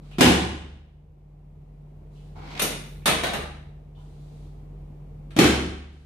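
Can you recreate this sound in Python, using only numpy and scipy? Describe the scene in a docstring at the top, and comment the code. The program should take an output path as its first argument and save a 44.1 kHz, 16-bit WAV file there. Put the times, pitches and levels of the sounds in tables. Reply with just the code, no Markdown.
"""A small, hard-walled clinic room: the drop section of a padded treatment table is thrust down twice.
Each time the catch lets go, the section slams on its stop and the room booms. In between, a steel lever
scrapes, lifts and latches it again, and the frame rocks. Upholstery creaks, hands slide over clothes
and the ventilation hums. A nearby camera's gain control ducks at the slams and slowly recovers."""
import sys
import numpy as np
from scipy import signal
from scipy.fft import rfft, irfft, next_fast_len
from scipy.io import wavfile
from scipy.ndimage import uniform_filter1d, minimum_filter1d, map_coordinates

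SR = 44100
rng = np.random.default_rng(int(sys.argv[2]) if len(sys.argv) > 2 else 0)


def to_wav(s):
    """Save 16-bit WAV."""
    ch = np.atleast_2d(s).T  # columns
    pcm = np.round(np.clip(ch, -1, 1) * 32767)  # PCM
    wavfile.write(sys.argv[1], SR, pcm.astype(np.int16))


N = 266849
TIME = np.arange(N) / SR
AGE = np.arange(int(1.5 * SR)) / SR  # seconds since a hit


def amp(db):
    return 10 ** (np.asarray(db) / 20)


def unit(x):
    return x / np.sqrt(np.mean(x ** 2) + 1e-20)


def along(points, hz):
    """Read a curve of (frequency, value) points on a log axis."""
    freqs, values = np.transpose(points)
    return np.interp(np.log(hz + 1), np.log(freqs + 1), values)


def attack(rise_s):
    """The rounded onset of a hit."""
    return 1 - np.exp(-AGE / rise_s)


def gesture(start, end, attack_s, fade_db_per_s):
    """Envelope of a slide: it rises, holds until its end, then fades in the room."""
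    return np.clip((TIME - start) / attack_s, 0, 1) * amp(-fade_db_per_s * np.maximum(TIME - end, 0))


def wobble(rate, size):
    """A smooth random curve, rate knots a second."""
    knots = rng.standard_normal(int(size * rate / SR) + 4)
    return map_coordinates(knots, [np.arange(size) * rate / SR])


def add(track, s, sound):
    """Mix a sound in from time s on."""
    part = track[:, round(s * SR):][:, :sound.shape[-1]]
    part += sound[..., :part.shape[1]]


def colour(x, spectrum, tilt=0):
    """Minimum-phase EQ of unit power; tilt in dB per octave above 400 Hz."""
    size = 2 * next_fast_len(x.shape[-1] // 2 + 4096)
    hz = np.fft.rfftfreq(size, 1 / SR)
    gain = unit(amp(along(spectrum, hz) + tilt * np.log2(np.maximum(hz, 400))))
    cepstrum = irfft(np.log(np.maximum(gain, 1e-6)))
    cepstrum[1:size // 2] *= 2
    cepstrum[size // 2 + 1:] = 0
    return irfft(rfft(x, size) * np.exp(rfft(cepstrum)))[..., :x.shape[-1]]


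# stereo image of the room: (frequency [Hz], left-right likeness [0-1])
STEREO_LIKENESS = [(60, 0.95), (150, .93), (280, 0.72), (500, .45), (900, 0.059), (15000, 0)]
def diffuse(size):
    """White noise from all sides: centred in the bass, wide above it."""
    likeness = along(STEREO_LIKENESS, np.fft.rfftfreq(size, 1 / SR))
    width = np.arccos(np.clip(likeness, -1, 1)) / 2
    mid, side = irfft(rfft(rng.standard_normal((2, size))) * [np.cos(width), np.sin(width)], size)
    return np.array([mid + side, mid - side])


# tones of the fan: (frequency [Hz], relative level [dB], waver [0-1])
FAN_TONES = [(45.3, 2, .15), (84.8, -9.5, 0.8), (147.6, 1.5, .11)]
# EQ of the moving air: (frequency [Hz], gain [dB])
AIR_EQ = [(120, -30), (200, -4.5), (390, -5.5), (476, -6), (521, -11.5), (761, -12), (1600, -30),
          (2290, -29), (4890, -41.5), (15000, -52.5)]
def ventilation():
    """The bed: a fan's wavering hum and rumble under a soft rush of air."""
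    hum = np.zeros(N)
    for hz, db, waver in FAN_TONES:
        drift = 1 + waver * (wobble(14, N) + 1j * wobble(24, N))
        hum += amp(db) * np.real(drift * np.exp(2j * np.pi * hz * TIME))
    rumble_eq = [(25, -31.5), (42, -8), (70, -2), (110, -7), (160, -1.5), (260, -18), (500, -52.5)]
    fan = hum + amp(-7.5) * colour(diffuse(N), rumble_eq)
    return amp(-43.5) * fan + amp(-55) * colour(diffuse(N), AIR_EQ)


# strokes over clothes: (start [s], length [s], level [dB], tilt [dB/octave])
HAND_STROKES = [(0, 0.15, -62, -2.5), (2.1, 0.17, -67, .5), (2.778, 0.14, -56.5, 16), (3.946, 0.51, -67, 1),
                (5.88, 0.14, -59, -1)]
# EQ of the cloth's swish: (frequency [Hz], gain [dB])
CLOTH_EQ = [(710, -28), (1200, -1.5), (1630, -7.5), (2790, -5), (3990, -2.5), (5330, -8.5), (9770, -12.5),
            (14000, -25)]
def hands():
    """Palms and sleeves slide softly over clothes."""
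    out = np.zeros((2, N))
    for s, length, db, tilt in HAND_STROKES:
        envelope = gesture(s, s + length, attack_s=0.053, fade_db_per_s=70.5)
        out += amp(db) * envelope * colour(diffuse(N), CLOTH_EQ, tilt)
    return out


# reverb of the hard walls: (frequency [Hz], base t60 [s])
ROOM_DECAY = [(100, 0.97), (300, 0.71), (1000, 0.69), (3000, 0.71), (6000, 0.61), (10000, 0.55),
              (15000, 0.19)]
def contact(crack_db, crack_t60, build_s, ripple_db, linger, softness=1):
    """A direct crack, then a darkening room tail; linger scales the tail's t60, softness both attacks."""
    size = len(AGE)
    # each blow wakes its own mix of the table's crowded upper modes
    bins_hz = np.fft.rfftfreq(size, 1 / SR)
    mode_mix = unit(amp(ripple_db * wobble(400, len(bins_hz)) * np.minimum(bins_hz / 700, 1)))
    wash = irfft(rfft(diffuse(size)) * mode_mix, size)
    hz, t, bands = signal.stft(wash, SR, nperseg=256)
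    decay = amp(-60 * t / (linger * along(ROOM_DECAY, hz)[:, None]))
    tail = signal.istft(bands * decay, SR, nperseg=256)[1][:, :size]
    crack = unit(rng.standard_normal(size) + 1.6 * rng.standard_normal((2, size)))
    crack *= amp(crack_db - 60 * AGE / crack_t60) * attack(softness * 0.0014)
    flutter = amp(0.7 * wobble(250, size))
    return crack + tail * attack(softness * build_s) * flutter


def ring(modes, blur, blur_rate, spread):
    """Damped modes of a struck part; reflections blur their phase, and spread sets the sides apart."""
    sound = np.zeros((2, len(AGE)))
    for hz, db, t60 in modes:
        phase = rng.uniform(0, 2 * np.pi) + blur * wobble(blur_rate, len(AGE))
        phase = phase + spread * np.array([wobble(blur_rate, len(AGE)) for _ in range(2)])
        sound += amp(db + rng.normal() - 60 * AGE / t60) * np.sin(2 * np.pi * hz * AGE + phase)
    return sound * attack(0.005) / np.linalg.norm(amp([db for _, db, _ in modes]))


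# hits of lever and catch: (time [s], clack level [dB], steel level [dB], clack tilt [dB/octave])
LATCH_HITS = [(.111, -52.5, -78.5, -0.5), (2.594, -23.5, -38, 2.5), (2.617, -26, -24.5, -6),
              (3.057, -15.5, -29.5, 2), (3.076, -15.5, -27.5, 0), (3.234, -20, -37, -.5),
              (3.333, -23.5, -38.5, -1.5), (5.305, -51, -80, -0.5)]
# EQ of their clack: (frequency [Hz], gain [dB])
CLACK_EQ = [(60, -40.5), (110, -13.5), (177, -2.5), (281, -9.5), (457, -4.5), (950, -9), (1300, -8.5),
            (2400, -10), (3200, -13), (3800, -10.5), (4860, -20.5), (7500, -25.5), (9000, -19),
            (11000, -31.5), (15200, -35)]
# EQ of the steel's dense upper modes: (frequency [Hz], gain [dB])
ZING_EQ = [(3000, -19), (5500, -3), (6700, -1.5), (7400, -9), (9000, -4), (10500, -3), (11700, -6.5),
           (13200, 1), (14200, -10.5), (15500, -14.5)]
# clear tones of the steel: (frequency [Hz], relative level [dB], t60 [s])
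STEEL_MODES = [(2900, -6.5, 0.59), (3040, -5.5, .42), (5960, -8.5, 0.31), (6670, -9.5, .4), (8800, -5, 0.3),
               (9260, -8, .45), (10440, 2, 0.16), (12200, -6.5, .35)]
def latch():
    """Steel parts of the lever knock together: a clack with a bright ring on top."""
    out = np.zeros((2, N))
    for s, clack_db, steel_db, tilt in LATCH_HITS:
        clack = contact(crack_db=1.5, crack_t60=0.051, build_s=0.0028, ripple_db=3, linger=0.9)
        zing = contact(crack_db=3.14, crack_t60=0.06, build_s=0.0025, ripple_db=4, linger=0.88)
        steel = colour(zing, ZING_EQ) + amp(0.5) * ring(STEEL_MODES, blur=0.55, blur_rate=80, spread=0.9)
        add(out, s, amp(clack_db) * colour(clack, CLACK_EQ, tilt) + amp(steel_db) * steel)
    return out


# slips of upholstery and hinges: (time [s], pitch [Hz], level [dB])
CREAK_SLIPS = [(.112, 2740, -49), (2.157, 3000, -61.5), (2.357, 888, -49.5), (2.55, 2250, -41),
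               (3.02, 2293, -57), (3.949, 3060, -62.5), (3.972, 850, -52.5), (5.303, 2417, -57)]
def creaks():
    """Under shifting weight, short slips sound through one broad resonance and hang in the room."""
    out = np.zeros((2, N))
    peak_shape = [(0.4, -46.5), (0.8, -14), (1, -2), (1.25, -11.5), (2, -28), (5, -45)]
    for s, hz, db in CREAK_SLIPS:
        resonance = [(hz * ratio, gain_db) for ratio, gain_db in peak_shape]
        slip = contact(crack_db=0, crack_t60=0.055, build_s=0.013, ripple_db=4, linger=0.85)
        add(out, s, amp(db) * colour(slip, resonance))
    return out


def board_punch(hz):
    """The first few heavy swings of the padded board."""
    return np.sin(2 * np.pi * hz * AGE) * amp(-60 * AGE / 0.068) * attack(0.0041)


# thrusts on the section: (time [s], clack level [dB], thud level [dB], base board pitch [Hz])
THRUSTS = [(0.2074, -0.5, -1.5, 226.9), (5.388, -1.5, 0, 271)]
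# release, slam, rock, rebound: (offset [s], force [dB], thud trim [dB], board pitch [ratio])
DROP_STAGES = [(-.0245, -16.5, -19, 0.86), (0, -1, -1.5, 1.11), (.027, -14, -9, 1.4),
               (.052, -7.5, -6.5, 1.09)]
# EQ of the section hitting its stop: (frequency [Hz], gain [dB])
SLAM_EQ = [(55, -30.5), (100, -11), (310, -10.5), (415, -10.5), (590, -16), (740, -11.5), (830, -17),
           (1300, -17), (3500, -18.5), (4600, -24.5), (9000, -30), (13000, -34.5), (15200, -39)]
# body of the loaded frame: (frequency [Hz], relative level [dB], t60 [s])
FRAME_MODES = [(127.6, -5.5, 0.46), (175.7, 1, .75), (210.3, -4, 0.71), (252.9, 1, 0.67), (316, 2, 0.7),
               (350.7, -2.5, 0.52), (364.5, -1, 0.73), (387.4, -4.5, 0.67), (419.7, -7.5, 0.53),
               (499, -8.5, 0.55)]
def drop_section():
    """Each drop is four quick clacks and thuds, plus a boom; harder stages clack sharper and brighter."""
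    out = np.zeros((2, N))
    for s, clack_db, thud_db, board_hz in THRUSTS:
        for offset, force_db, trim_db, ratio in DROP_STAGES:
            hit = contact(crack_db=3.5 + 0.05 * force_db, crack_t60=0.038, build_s=0.0085,
                          ripple_db=3, linger=1, softness=amp(-0.59 * force_db))
            clack = colour(hit, SLAM_EQ, tilt=0.05 * force_db)
            frame = ring(FRAME_MODES, blur=0.87, blur_rate=25, spread=0.17)
            thud = frame + amp(8.5) * board_punch(board_hz * ratio)
            add(out, s + offset, amp(clack_db + force_db) * clack + amp(thud_db + trim_db) * thud)
        add(out, s + 0.03, amp(thud_db - 12) * room_boom())  # the bass answers late and softer
    return out


# low end of the room: (frequency [Hz], relative level [dB], t60 [s])
BOOM_MODES = [(47.4, -15, 0.97), (71.6, 0.5, 1.5)]
def room_boom():
    """The room's low modes swell after a blow and outlast it."""
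    modes = sum(amp(db - 60 * AGE / t60) * np.sin(2 * np.pi * hz * AGE) for hz, db, t60 in BOOM_MODES)
    return attack(0.027) * modes


# EQ of the lever's dull rub: (frequency [Hz], gain [dB])
RUB_EQ = [(120, -25), (200, -6), (642, -16), (757, -4.5), (855, -10.5), (1600, -19.5), (2080, -39.5),
          (3520, -120)]
# EQ of its gritty scrape: (frequency [Hz], gain [dB])
SCRAPE_EQ = [(600, -35.5), (1200, -18), (1950, -7), (2210, -1.5), (2550, -9.5), (4200, -10.5),
             (7000, -23.5), (14000, -39.5)]
def lever_slide(start_s=2.352, end_s=2.64):
    """The lever rubs along its guide, harder and brighter until it catches; the room lets it fade."""
    travel_left = np.clip((end_s - TIME) / (end_s - start_s), 0, 1)
    rub = amp(-40.5 - 7 * travel_left) * colour(diffuse(N), RUB_EQ)
    grit = diffuse(N) * amp(2 * wobble(300, N))
    scrape = amp(-36.5 - 24 * travel_left) * colour(grit, SCRAPE_EQ)
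    return gesture(start_s, end_s, attack_s=0.011, fade_db_per_s=85) * (rub + scrape)


# rocks of the lifted section: (time [s], level [dB])
SETTLING_ROCKS = [(3.089, -30), (3.37, -33.5)]
def rocking():
    """The lifted section settles under its load: soft thuds of the frame, each with the room's boom."""
    out = np.zeros((2, N))
    for s, db in SETTLING_ROCKS:
        thud = ring(FRAME_MODES, blur=1.1, blur_rate=25, spread=0.251)
        add(out, s, amp(db) * (amp(-3.5) * thud + room_boom()))
    return out


def scene():
    return ventilation() + hands() + latch() + creaks() + drop_section() + lever_slide() + rocking()


def record(dry):
    """Gain control ducks the whole mix at each loud blow, holds, then creeps back."""
    threshold_db, duck_share, start_duck_db = -19, 0.49, 2
    attack_s, hold_s, recover_db_per_s = 0.0014, 0.84, 6.5
    power = uniform_filter1d(np.mean(dry ** 2, axis=0), size=300)
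    level_db = 10 * np.log10(np.abs(power) + 1e-12)
    wanted_db = np.maximum(duck_share * (level_db - threshold_db), 0)
    half_hold = int(hold_s * SR / 2)
    held_db = -minimum_filter1d(-wanted_db, 2 * half_hold + 1, origin=half_hold, mode="nearest")
    recovery_db = recover_db_per_s * TIME
    duck_db = np.maximum.accumulate(np.maximum(held_db + recovery_db, start_duck_db)) - recovery_db
    pole = np.exp(-1 / (attack_s * SR))
    ducked = dry * amp(-signal.lfilter([1 - pole], [1, -pole], duck_db))
    soft_clipped = ducked / (1 + ducked ** 8) ** (1 / 8)
    high_cut = signal.ellip(10, 0.1, 70, 15250, fs=SR, output="sos")
    return signal.sosfilt(high_cut, soft_clipped)


dry = scene()
out = record(dry)
to_wav(out)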